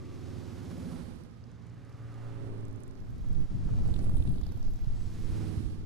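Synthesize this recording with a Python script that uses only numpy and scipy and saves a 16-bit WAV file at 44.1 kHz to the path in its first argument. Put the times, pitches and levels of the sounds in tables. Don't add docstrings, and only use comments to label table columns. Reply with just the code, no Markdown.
import sys
import numpy as np
from scipy import signal
from scipy.fft import rfft, irfft
from scipy.io import wavfile

SR = 44100
rng = np.random.default_rng(int(sys.argv[2]) if len(sys.argv) > 2 else 0)


def inscribe(sig):
    pcm = np.round(np.clip(np.atleast_2d(sig).T, -1, 1) * 32767)
    wavfile.write(sys.argv[1], SR, pcm.astype(np.int16))


def boost_factor(decibels):
    exponent = np.asarray(decibels, float) / 20
    return 10 ** exponent


N = 258190

# level_db of each multiple of the engine cycle, from the third up
LEAVING_NOTE = [-16.0, -2.0, 0.0, -7.0, -10.0, -20.0, -12.0, -16.0, -11.0, -13.0, -11.0, -15.0, -15.0,
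                -11.0, -12.0, -10.0, -25.0, -22.0, -22.0, -27.0, -26.0, -27.0, -35.0, -25.0, -30.0, -30.0]
CRUISER_NOTE = [-15.0, -18.0, -6.0, -6.0, -7.0, -16.0, -9.0, -10.0, -16.0, -2.0, -4.0, -17.0, -12.0, -6.0,
                -5.0, -5.0, -10.0, -20.0, -20.0, -20.0, -20.0, -27.0, -26.0, -15.0, -22.0, -19.0, -22.0,
                -28.0, -25.0, -22.0, -24.0, -21.0, -22.0, -20.0, -23.0, -21.0, -21.0, -24.0]
TRIKE_NOTE = [-20.0, -20.0, -20.0, -30.0, -16.0, -20.0, -14.0, -21.0, -20.0, -18.0, -25.0, -31.0, -12.0,
              -36.0, -29.0, -22.0, -19.0, -23.0, -14.5, -25.0, -17.5, -26.0, -28.0, -30.0, -26.0, -29.0,
              -36.0, -32.0, -30.0, -32.0, -33.0, -30.0, -33.0]
FAR_LANE_NOTE = [-7.0, -9.0, 0.0, -3.0, -11.0, -13.0, -9.0, -11.0, -14.0, -13.0, -23.0, -13.0, -18.0, -23.0,
                 -17.0, -18.0, -20.0, -24.0, -28.0, -34.0, -36.0, -26.0, -31.0, -29.0, -32.0, -36.0, -28.0]
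TOURER_NOTE = [-8.0, -7.0, -2.5, -10.0, -16.0, -8.0, -20.0, -13.0, -12.0, -14.0, -24.0, -24.0, -16.0, -16.0,
               -26.0, -20.0, -27.0, -22.0, -25.0, -28.0, -24.0, -34.0, -37.0, -38.0, -33.0, -32.0]
# half_fallen_s (pitch), fall_s, coming_cycles_per_s, going_cycles_per_s, one_firing_s
PASSES = [
    (.51, .38, 21.2, 19.6, .1),
    (1.01, .2, 14.55, 13.205, 1.4397),
    (2.57, .25, 19.27, 17.81, 2.1),
    (3.872, .42, 21.22, 18.426, 4.4125),
    (5.54, .36, 21.15, 19.1, 5.3),
]
# from_s, to_s
EARSHOT = [
    (0, 1.35),
    (0, 1.95),
    (1.1, 3.2),
    (3.4, 5.2),
    (4.6, 5.86),
]
# loudest_s, level_db, approach_s, retreat_s, left_minus_right_db once past
EXHAUSTS = [
    (.3, -44, 0.88, 0.17, -24),
    (.9, -40.5, 0.17, 0.072, -11.5),
    (2.5, -47, 0.44, 0.11, -18.5),
    (4.0, -37.5, 0.17, 0.18, -11),
    (5.42, -38, 0.23, 0.11, -23),
]
# time_s, peak_db, centre_hz, sizzle_db
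CRUISER_CRACKS = [(1.162, -65, 8100, -63), (1.236, -60, 4770, -56), (1.31, -63.0, 5600, -75),
                  (1.44, -56, 5460, -83.0), (1.516, -57, 6700, -82), (1.623, -66, 5600, -84.0),
                  (1.667, -58, 8200, -68), (1.698, -60, 6600, -82.0), (1.819, -96, 5000, -81),
                  (1.85, -59, 7700, -85), (1.895, -62, 4760, -61), (1.927, -60, 6100, -77.0),
                  (1.972, -69, 5300, -77.0), (2.079, -65.0, 7500, -81), (2.123, -70, 5000, -68.0),
                  (2.142, -56, 6370, -61), (2.609, -57, 7250, -83.0), (2.653, -54, 6600, -63),
                  (2.683, -59, 5900, -58), (2.712, -56, 7200, -79), (2.728, -62, 6700, -60),
                  (2.76, -55, 8000, -62.0), (2.804, -57, 7940, -53), (2.815, -69.0, 7740, -65),
                  (2.835, -46.5, 8260, -65), (2.879, -55, 7800, -53), (2.91, -57, 6200, -69),
                  (2.954, -58, 5500, -70), (3.003, -58, 5170, -64), (3.105, -67, 6300, -61),
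                  (3.18, -67, 5100, -60), (3.286, -58, 7300, -77.0), (3.33, -56, 7770, -55),
                  (3.35, -53, 4370, -68.0), (3.405, -63, 4600, -58)]
FAR_LANE_CRACKS = [(3.691, -57, 2870, -66.0), (3.821, -60.0, 5000, -61.0), (3.877, -54, 6100, -44),
                   (3.94, -42.5, 4000, -46), (3.963, -45, 3400, -55), (3.991, -44, 4800, -57.0),
                   (4.043, -49, 4300, -42), (4.095, -51, 3740, -43), (4.17, -48, 3040, -40),
                   (4.181, -55, 3370, -43), (4.224, -45, 3080, -42), (4.239, -60, 5700, -44),
                   (4.254, -64.0, 4700, -56), (4.276, -45.5, 3320, -46), (4.292, -61.0, 3700, -43),
                   (4.33, -63.0, 3800, -49), (4.344, -63.0, 4600, -52), (4.36, -51, 4100, -50),
                   (4.383, -48.5, 3800, -51), (4.414, -51, 5500, -46), (4.436, -47, 4040, -58),
                   (4.467, -47.5, 4300, -45), (4.49, -53, 3870, -61), (4.521, -53, 5330, -49),
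                   (4.543, -61.0, 4000, -60), (4.56, -60, 5630, -62), (4.576, -56, 5300, -53),
                   (4.597, -63.0, 4900, -59), (4.628, -48, 5160, -51), (4.65, -52, 4600, -63),
                   (4.683, -60, 5600, -68.0), (4.736, -54, 6230, -59), (4.759, -50, 6500, -56),
                   (4.844, -55.0, 4600, -62), (5.116, -62, 6500, -62), (5.198, -59, 4750, -54),
                   (5.222, -57, 6500, -60), (5.276, -54, 4600, -60), (5.336, -57, 5000, -58)]
# time_s, peak_db, centre_hz, sizzle_db
KNOCKS = [(0.575, -48, 738, -80), (0.643, -46, 525, -80), (0.712, -43, 522, -82), (3.244, -49, 751, -101),
          (3.689, -45, 500, -87), (3.787, -62, 501, -80), (3.887, -50, 501, -80), (3.937, -49, 503, -80),
          (3.989, -54, 720, -80), (4.064, -51, 507, -80), (4.093, -45.5, 700, -84), (4.198, -58, 720, -80),
          (4.412, -47, 540, -84), (4.465, -52, 501, -78), (4.519, -50, 550, -82), (4.681, -68, 643, -80)]
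# time_s, level_db
FIRING_TONE = [(1.2, -74), (1.45, -50.5), (1.7, -51), (1.95, -47), (2.3, -42.5), (2.55, -42.5), (2.76, -48),
               (2.84, -65), (3.2, -59)]
# time_s, level_db
GEAR_MESH = [(1.65, -85), (1.8, -72), (2.1, -69.5), (2.4, -61), (2.47, -61), (2.55, -88)]
# nearest_s, low_db, middle_db, top_db, retreat_s
ROAD = [
    (3.4, -72, -83, -82, 0.023),
    (.4, -64, -70, -80.5, 0.48),
    (.92, -63.5, -72, -74, 0.19),
    (2.27, -64.5, -77.5, -85, 0.78),
    (3.83, -67, -72.5, -80, 0.74),
    (5.4, -63, -67, -73, 0.3),
]
# approach_s, late_s (of the peak), steepness (with distance), far_column_db
HISS_RANGES = [
    (0.2, 0.0026, 1.53, -72),
    (0.43, 0.029, 1.51, -91.5),
    (0.47, 0.021, 2.4, -95),
]
# late_s (after nearest), lasting (share of retreat),
# inverted (share)
REAR_LOBE = [
    (.1, 0.91, 0.31),
    (.12, 0.54, 0.46),
    (.4, 0.69, 0.48),
]
# pitch_hz, level_db (per Hz)
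ROAD_COLOUR = [(260, -8), (450, 5.5), (570, 3.5), (662, 4.5), (745, 6), (944, 2), (1100, 3.5), (2590, -5),
               (9830, -9.5), (15600, -21.5)]
# pitch_hz, level_db (per Hz)
ROAR_COLOUR = [(29, -20), (50, -10), (92, -1), (122, -0.5), (194, -18.5), (238, -9), (338, -20),
               (555, -29.5), (900, -42.5), (1170, -79), (1980, -120)]
# pitch_hz, likeness (0 to 1)
LIKENESS = [(100, .1), (400, .3), (1500, .65), (5000, .7), (7200, .85), (9200, .88), (12000, .7),
            (15500, .65)]
# pitch_hz, lead_radians
PORT_PHASE = [(0, 0), (3010, 0.1), (6290, 0.1), (8180, -0.1), (9130, -0.2), (12500, -1.7), (13400, -1.6),
              (15200, -2.7)]
# start_s, end_s, pitch_hz, width_hz, level_db
WHINES = [(1.15, 1.5, 1250, 70, -76), (1.75, 2.45, 1240, 130, -68), (1.5, 2.65, 1700, 1100, -69.5),
          (-.4, .45, 1150, 160, -70), (-.4, .3, 2000, 1400, -70), (3.9, 4.45, 9700, 2800, -72.5),
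          (4.25, 4.95, 12300, 2600, -80), (4.15, 4.65, 3700, 1400, -73), (5.1, 5.6, 2000, 1000, -70),
          (4.94, 5.07, 7880, 90, -78), (4.95, 5.05, 8170, 90, -81), (5.33, 5.4, 7700, 60, -78)]
# pass_index, from_s, to_s, level_db
REAR_TICKS = [
    (1, 1.6, 2.2, -54),
    (1, 2.55, 3.95, -49),
    (3, 4.4, 5.45, -47),
]
# time_s, thump_db, left_minus_right_db, flutter_minus_thump_db
GUSTS = [(0, -60, 14, -11), (.6, -71, 13, 4), (1.05, -47.5, -9, -2.5), (1.3, -66, 3.5, 11),
         (1.5, -71, 3, -8), (1.85, -77, 11, 4), (2.2, -51, -4, -12), (2.5, -49, 8, -27),
         (2.8, -50.5, 8.5, -9.5), (3.1, -48.5, -1.5, -0.5), (3.35, -33, -3.5, -12.5), (3.6, -38, 2.5, -1.5),
         (3.9, -28.5, -2, -9), (4.25, -29.5, 4, -6.5), (4.5, -35, -1, -9), (5.0, -33.5, 0, -23),
         (5.45, -45.5, 4, -2.5), (5.85, -45, 5.5, -8.5)]
# pitch_hz, level_db (per Hz)
GUST_COLOUR = [(2.9, -23), (5.0, 5.5), (17, -1.5), (69, -17), (102, -16), (272, -29), (534, -47),
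               (693, -55), (900, -67), (1170, -102), (1980, -120)]
# start_s, end_s, pitch_hz, level_db, port (0 left, 1 right)
HUMS = [(3.27, 3.45, 165, -38, 1), (3.14, 3.3, 82, -53, 0), (3.48, 3.62, 175, -44, 0),
        (4.2, 4.35, 135, -36, 0)]
# time_s, width_s
LULLS = [(3.48, .012), (3.975, .008), (4.235, .01), (4.452, .014), (4.535, .01), (4.79, .014), (4.857, .01)]
# time_s, peak_db, width_ms, port (0 left, 1 right), push (1, pull -1)
SLAPS = [(3.225, -27, 6.4, 0, -1), (3.555, -22, 2.9, 0, 1), (3.603, -29.5, 4.4, 1, -1),
         (3.603, -27, 4.9, 0, 1), (3.637, -27, 1.85, 1, 1), (3.66, -24, 2.4, 0, -1),
         (3.669, -18.5, 10.2, 1, 1), (3.723, -21, 4.1, 0, -1), (3.733, -21, 7, 1, -1),
         (3.785, -30, 6.1, 0, -1), (3.887, -21, 6.0, 1, 1), (3.918, -27, 3.4, 0, -1),
         (3.918, -14.5, 4.3, 1, 1), (3.966, -26, 3.2, 1, 1), (4.029, -31, 2.7, 1, 1),
         (4.098, -19, 4.2, 1, -1), (4.099, -24, 3.3, 0, 1), (4.141, -22, 3.5, 0, 1),
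         (4.158, -22, 7.4, 1, 1), (4.202, -13.5, 4.3, 1, -1), (4.254, -21.5, 5.2, 1, -1),
         (4.263, -27, 2.6, 0, 1), (4.299, -31, 3.9, 0, 1), (4.433, -19.5, 5.7, 1, 1),
         (4.477, -25, 3.6, 0, 1), (4.504, -26, 3, 0, 1), (4.523, -31, 4.8, 1, -1), (4.558, -23, 3.3, 1, -1),
         (4.679, -21.5, 7, 1, 1), (4.837, -26.5, 8, 1, -1), (4.874, -18, 2.9, 1, 1),
         (4.884, -24, 3.1, 0, 1), (5.077, -24.5, 4.3, 1, 1), (5.3, -23, 5.9, 1, -1),
         (5.333, -23, 5.9, 0, 1), (5.577, -22.5, 3, 1, 1), (5.581, -23, 5.3, 0, -1),
         (5.606, -22, 1.7, 1, -1), (5.665, -20.5, 6.7, 1, -1), (5.708, -30, 4.4, 1, -1)]

COMING_PAN_DB = -2
PUFF_RISE_S = .0006
SWEEP_CYCLES, SWEEP_LATE_CYCLES = .07, .25
SWEEP_SCATTER = .35
SHOCK = 1.7
HISS_PAN_DB, SWING_DB, SWING_LATE_S, SWING_S = -2.5, -6.5, 0.12, 0.2
SHEEN_NEAR_HZ, SHEEN_FAR_HZ = 10400, 13100
SHEEN_WIDTH, SHEEN = 1.207, 0.9
LOBE_EDGE_S, LOBE_LEAST_S, LOBE_TOP_HZ = 0.065, 0.23, 11000
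BOUNCE_FAR_MS, BOUNCE_NEAR_MS = 0.18, 0.25
BOUNCE_LATE_S, BOUNCE_S = 0.17, 0.16
REAR_TICK_HZ, REAR_TICK_TOP_HZ, REAR_TICK_DB = 7800, 10600, -5
LULL_DEPTH = .85


def engine(half_s, fall_s, coming, going, fire_s):
    passed = (1 + np.tanh((np.arange(N) / SR - half_s) / fall_s)) / 2
    turns = np.cumsum(coming + (going - coming) * passed) / SR
    return passed, turns - turns[round(fire_s * SR)]


def firings(turns, twin_gap, second_db, spread_db):
    first = np.diff(np.floor(turns), prepend=0) > 0
    second = np.diff(np.floor(turns - twin_gap), prepend=0) > 0
    strength = boost_factor(spread_db * np.clip(rng.standard_normal(N), -2, 2))
    return (first + boost_factor(second_db) * second) * strength


def exhaust_tones(note, passed, turns, span, wander_db, dulling, hollow_db, scatter):
    tones = np.zeros((2, N))
    far_db = -dulling * (1 - np.clip(3 * passed, 0, 1))[span]
    thin_db = hollow_db * passed[span] ** 8
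    for multiple, db in enumerate(note, start=3):
        beat, sway = drift(2.)[:, span], drift(1.)[:, span]
        sweep = np.pi * multiple * (2 * SWEEP_LATE_CYCLES + SWEEP_CYCLES * multiple)
        start = np.array([[0], [1.3]]) + SWEEP_SCATTER * rng.standard_normal((2, 1))
        start = start + scatter * rng.standard_normal() - sweep
        level_db = db + wander_db * beat + far_db * multiple / 20 + (multiple < 7) * thin_db
        tones[:, span] += boost_factor(level_db) * np.sin(2 * np.pi * multiple * turns[span] + start + .35 * sway)
    return tones / np.sqrt(np.sum(boost_factor(np.array(note[2:])) ** 2) / 2)


def bike(index, note, wander_db, roar_db, pop_db, pop_hz, rasp_db, rear_db, dulling, hollow_db,
         twin_gap=.41, scatter=0):
    start_s, end_s = EARSHOT[index]
    passed, turns = engine(*PASSES[index])
    loudest_s, peak_db, approach_s, retreat_s, past_pan_db = EXHAUSTS[index]
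    span = slice(round(start_s * SR), min(N, round(end_s * SR)))
    tones = exhaust_tones(note, passed, turns, span, wander_db, dulling, hollow_db, scatter)
    rear = boost_factor(rear_db * passed ** 2)

    clicks = firings(turns, twin_gap, -3.5, 1.2)
    puff = signal.lfilter([1], [1, -np.exp(-1 / (.004 * SR))], clicks)
    puff = signal.sosfilt(signal.butter(2, 1 / (2 * np.pi * PUFF_RISE_S), fs=SR, output="sos"), puff)
    roar = boost_factor(roar_db) * (0.44 + puff) * coloured(ROAR_COLOUR)

    r, w = np.exp(-np.pi * 250 / SR), 2 * np.pi * pop_hz / SR
    ring = signal.lfilter([0, np.sin(w)], [1, -2 * r * np.cos(w), r * r], clicks)
    pop = boost_factor(pop_db) * rear * ring

    snap = signal.lfilter([1], [1, -np.exp(-1 / (.0015 * SR))], clicks * boost_factor(2 * drift(40, count=1)))
    rasp = boost_factor(rasp_db) * rear * snap * rms_one(band(coloured(ROAD_COLOUR), 3000, 20000))

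    t = np.arange(N) / SR
    fade_in = np.clip((t - start_s) / 0.38 + (start_s == 0), 0, 1)
    fade_out = np.clip((end_s - t) / 0.21 + (end_s > N / SR), 0, 1)
    pan_db = (COMING_PAN_DB + past_pan_db * passed) * np.array([[.5], [-.5]])
    level = boost_factor(peak_db + pan_db) * np.sqrt(swell(loudest_s, approach_s, retreat_s))
    turned = np.array([np.tanh(4 - 8 * passed), np.ones(N)])
    return fade_in * fade_out * level * (tones + (roar + pop + rasp) * turned)


def drone(curve, order, pan_swing_db):
    (level_db,) = in_time(curve)
    t = np.arange(N) / SR
    passed, turns = engine(*PASSES[2])
    heard = np.clip((t - curve[0][0]) * 10, 0, 1) * np.clip((curve[-1][0] - t) * 10, 0, 1)
    phase = 2 * np.pi * order * turns + np.array([[0], [1.3]])
    pan_db = (COMING_PAN_DB + pan_swing_db * passed) * np.array([[.5], [-.5]])
    return heard * boost_factor(level_db + 3.0 + 1.8 * drift(9.9) + pan_db) * np.sin(phase)


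def cracks(events, decay_s, width, sizzle_hz, sizzle_db, left, gain_db):
    out, age = np.zeros((2, N)), np.arange(300) / SR
    for s, db, hz, top_db in events:
        common, *own = rng.standard_normal((3, 300))
        common[:3] = SHOCK
        burst = (common + .3 * np.array(own)) * np.exp(-age / decay_s)
        body = band(band(burst, hz / width, hz * width), hz / width, hz * width)
        sizzle = band(band(burst, sizzle_hz, 12500), sizzle_hz, 13500)
        sizzle = sizzle * [[-1], [1]]
        at = round(s * SR)
        out[:, at:at + 300] += boost_factor(db + gain_db) * body / np.abs(body).max()
        out[:, at:at + 300] += boost_factor(top_db + sizzle_db) * sizzle / np.abs(sizzle).max()
    return out * [[left], [1]]


def road():
    pan_db = HISS_PAN_DB + SWING_DB * nearness(SWING_LATE_S, SWING_S)
    hiss, shared = coloured(ROAD_COLOUR), drift(40.0, count=1)
    low, below_top = [signal.sosfiltfilt(signal.butter(2, hz, fs=SR, output="sos"), hiss)
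                      for hz in (2500, 7000)]
    top, near = hiss - below_top, nearness(BOUNCE_LATE_S, BOUNCE_S)
    for hz, share in ((SHEEN_NEAR_HZ, near), (SHEEN_FAR_HZ, 1 - near)):
        top = top + SHEEN * share * band(top, hz / SHEEN_WIDTH, hz * SHEEN_WIDTH)
    ranges = [(low, 1.1), (below_top - low, .9), (top, .5)]
    out = 0
    for k, (part, swing) in enumerate(ranges):
        approach_s, late_s, steep, far_db = HISS_RANGES[k]
        power = boost_factor(far_db) ** 2
        for s, *dbs, retreat_s in ROAD:
            power = power + boost_factor(dbs[k]) ** 2 * swell(s + late_s, approach_s, retreat_s) ** steep
        lobe_late_s, lasting, inverted = REAR_LOBE[k]
        part = rms_one(part)
        lobed = signal.sosfiltfilt(signal.butter(4, LOBE_TOP_HZ, fs=SR, output="sos"), part[1])
        part = np.array([part[0] - 2 * inverted * behind(lobe_late_s, lasting) * lobed, part[1]])
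        patches_db = .5 * shared + .5 * drift(47, count=1)
        sides_db = swing * np.array([pan_db, -pan_db]) / 2
        out = out + part * np.sqrt(power) * boost_factor(patches_db + sides_db)
    return out


def bounce(x, share):
    near = nearness(BOUNCE_LATE_S, BOUNCE_S)
    lag = (BOUNCE_FAR_MS + (BOUNCE_NEAR_MS - BOUNCE_FAR_MS) * near) * SR / 1000
    bright = x - signal.sosfilt(signal.butter(2, 700, fs=SR, output="sos"), x)
    late = [np.interp(np.arange(N) - lag, np.arange(N), side) for side in bright]
    return x + share * np.array(late)


def swell(peak_s, approach_s, retreat_s):
    late = np.arange(N) / SR - peak_s
    return 1 / (1 + (late / np.where(late < 0, abs(approach_s), abs(retreat_s))) ** 2)


def nearness(late_s, width_s):
    return np.max([swell(row[0] + late_s, width_s, width_s * (0.86 + 0.46 * row[-1]))
                   for row in ROAD[2:]], axis=0)


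def behind(late_s, lasting):
    t, stays = np.arange(N) / SR, []
    for s, *_, retreat_s in ROAD[2:]:
        age = t - s - late_s
        enters = np.tanh(age / LOBE_EDGE_S)
        leaves = np.tanh((age - LOBE_LEAST_S - lasting * retreat_s) / LOBE_EDGE_S)
        stays.append((enters - leaves) / 2)
    return np.max(stays, axis=0)


def whines():
    out, t = 0, np.arange(N) / SR
    for start, end, hz, width_hz, db in WHINES:
        tone = rms_one(band(rng.standard_normal(N), hz - width_hz / 2, hz + width_hz / 2))
        rough_db = 3.0 * (width_hz > 1200) * drift(35, count=1)[0]
        rise_fall = np.sin(np.pi * np.clip((t - start) / (end - start), 0, 1)) ** .5
        out = out + boost_factor(db + rough_db) * tone * rise_fall
    return out * boost_factor(np.array([[-1.5], [1.5]]))


def rear_ticks():
    out, t = 0, np.arange(N) / SR
    for index, start, end, db in REAR_TICKS:
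        turns = engine(*PASSES[index])[1]
        clicks = firings(turns, .416, -2, 3.5) * (t > start) * (t < end)
        puffs = signal.lfilter([1], [1, -np.exp(-1 / (.002 * SR))], clicks + 1e-18)
        puffs = puffs * rng.standard_normal(N)
        main = band(puffs, REAR_TICK_HZ / 1.08, REAR_TICK_HZ)
        upper = band(puffs, REAR_TICK_TOP_HZ / 1.2, REAR_TICK_TOP_HZ * 1.03)
        out = out + boost_factor(db + REAR_TICK_DB) * (main + .5 * upper)
    return out * np.array([[-1], [1]])


def far_traffic():
    return boost_factor(-53.0 + 2 * drift(1.0)) * coloured(ROAR_COLOUR)


def wind():
    hz, t = np.arange(N // 2 + 1) * SR / N, np.arange(N) / SR
    noise = irfft(rfft(rng.standard_normal((2, N))) * boost_factor(at_hz(GUST_COLOUR, hz)), N)
    thump = signal.sosfilt(signal.butter(3, 60, fs=SR, output="sos"), noise)
    flutter = signal.sosfilt(signal.butter(3, 60, "high", fs=SR, output="sos"), noise)
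    thump_db, pan_db, flutter_db = in_time(GUSTS)
    ports_db = thump_db + 3.5 + np.array([pan_db, -pan_db]) / 2 + 1.44 * drift(1.0)
    out = rms_one(thump) * boost_factor(ports_db + 2.5 * drift(6.2))
    out = out + rms_one(flutter) * boost_factor(ports_db + flutter_db + 1.87 * drift(15.0))
    for s, width_s in LULLS:
        out = out * (1 - LULL_DEPTH * np.exp(-((t - s) / width_s) ** 2 / 2))
    for start, end, hum_hz, db, port in HUMS:
        rise_fall = np.sin(np.pi * np.clip((t - start) / (end - start), 0, 1))
        cycles = hum_hz * (t - start) * (1.05 - 0.476 * (t - start))
        out[int(port)] += boost_factor(db + 5.5) * rise_fall * np.sin(2 * np.pi * cycles)
    return out


def slaps(gain_db):
    out, t = np.zeros((2, N)), np.arange(-1500, 1500) / SR
    for s, db, width_ms, port, way in SLAPS:
        u, at = (t / (width_ms * .0008)) ** 2, round(s * SR)
        push = np.sign(way) * boost_factor(db + gain_db) * (1 - u) * np.exp(-u / 2)
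        out[int(round(port)), at - 1500:at + 1500] += push
    return out


def rms_one(x):
    return x / np.sqrt(np.mean(x ** 2, axis=-1, keepdims=True) + 1e-20)


def in_time(rows):
    s, *columns = np.transpose(rows)
    return [np.interp(np.arange(N) / SR, s, c) for c in columns]


def at_hz(points, hz):
    point_hz, value = np.array(points)[:, 0], np.array(points)[:, 1]
    return np.interp(np.log(hz + 1), np.log(point_hz + 1), value)


def drift(rate, count=2):
    r = np.exp(-80 * np.pi * rate / SR)
    draws = rng.standard_normal((count, N // 40 + 2002))
    slow = signal.lfilter([1], [1, -2 * r, r * r], draws)[:, 2000:]
    return np.array([np.interp(np.arange(N) / 40, np.arange(len(row)), row) for row in rms_one(slow)])


def coloured(spectrum):
    hz = np.arange(N // 2 + 1) * SR / N
    mid, side = rfft(rng.standard_normal((2, N)))
    alike = np.clip(at_hz(LIKENESS, hz), -1, 1)
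    left = (np.sqrt(1 + alike) * mid + np.sqrt(1 - alike) * side) * np.exp(1j * at_hz(PORT_PHASE, hz))
    right = np.sqrt(1 + alike) * mid - np.sqrt(1 - alike) * side
    pair = irfft(np.array([left, right]) * boost_factor(at_hz(spectrum, hz)), N)
    return pair / np.sqrt(np.mean(pair ** 2))


def band(x, low_hz, high_hz):
    return signal.sosfilt(signal.butter(2, [low_hz, min(high_hz, .45 * SR)], "band", fs=SR, output="sos"), x)


def scene():
    leaving = bike(index=0, note=LEAVING_NOTE, wander_db=1.0, roar_db=-9, pop_db=-8, pop_hz=610,
                   rasp_db=-23, rear_db=10, dulling=.5, hollow_db=-34, scatter=2.5)
    cruiser = bike(index=1, note=CRUISER_NOTE, wander_db=2, roar_db=-7, pop_db=-2, pop_hz=540,
                   rasp_db=-21, rear_db=-4, dulling=.1, hollow_db=0)
    trike = bike(index=2, note=TRIKE_NOTE, wander_db=1.8, roar_db=-2, pop_db=-40, pop_hz=500,
                 rasp_db=-60, rear_db=1, dulling=9.0, hollow_db=-3, scatter=1.5)
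    far_lane = bike(index=3, note=FAR_LANE_NOTE, wander_db=-1.5, roar_db=-11.5, pop_db=-0.5, pop_hz=700,
                    rasp_db=-21, rear_db=4, dulling=1.3, hollow_db=0)
    tourer = bike(index=4, note=TOURER_NOTE, wander_db=2, roar_db=-9, pop_db=-26, pop_hz=900,
                  rasp_db=-43.0, rear_db=3, dulling=6.5, hollow_db=-1, scatter=1.4)
    bikes = leaving + cruiser + trike + far_lane + tourer
    bikes = bikes + drone(FIRING_TONE, order=6, pan_swing_db=-14.0)
    bikes = bikes + drone(GEAR_MESH, order=29, pan_swing_db=-8.0)
    bikes = bikes + cracks(CRUISER_CRACKS, decay_s=.0012, width=1.35, sizzle_hz=9000, sizzle_db=1.5,
                           left=-.1, gain_db=6)
    bikes = bikes + cracks(FAR_LANE_CRACKS, decay_s=.0015, width=1.28, sizzle_hz=7500, sizzle_db=-5,
                           left=-.2, gain_db=3)
    bikes = bikes + cracks(KNOCKS, decay_s=0.0037, width=2.68, sizzle_hz=1200, sizzle_db=24,
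                           left=0.3, gain_db=2.5)
    lane = bounce(bikes + boost_factor(4.0) * road(), share=0.087)
    return lane + whines() + rear_ticks() + far_traffic() + wind() + slaps(gain_db=-1.0)


def roll_off(x):
    return signal.sosfilt(signal.butter(12, 15710, fs=SR, output="sos"), x)


def record(dry):
    return roll_off(dry)


dry = scene()
out = record(dry)
inscribe(out)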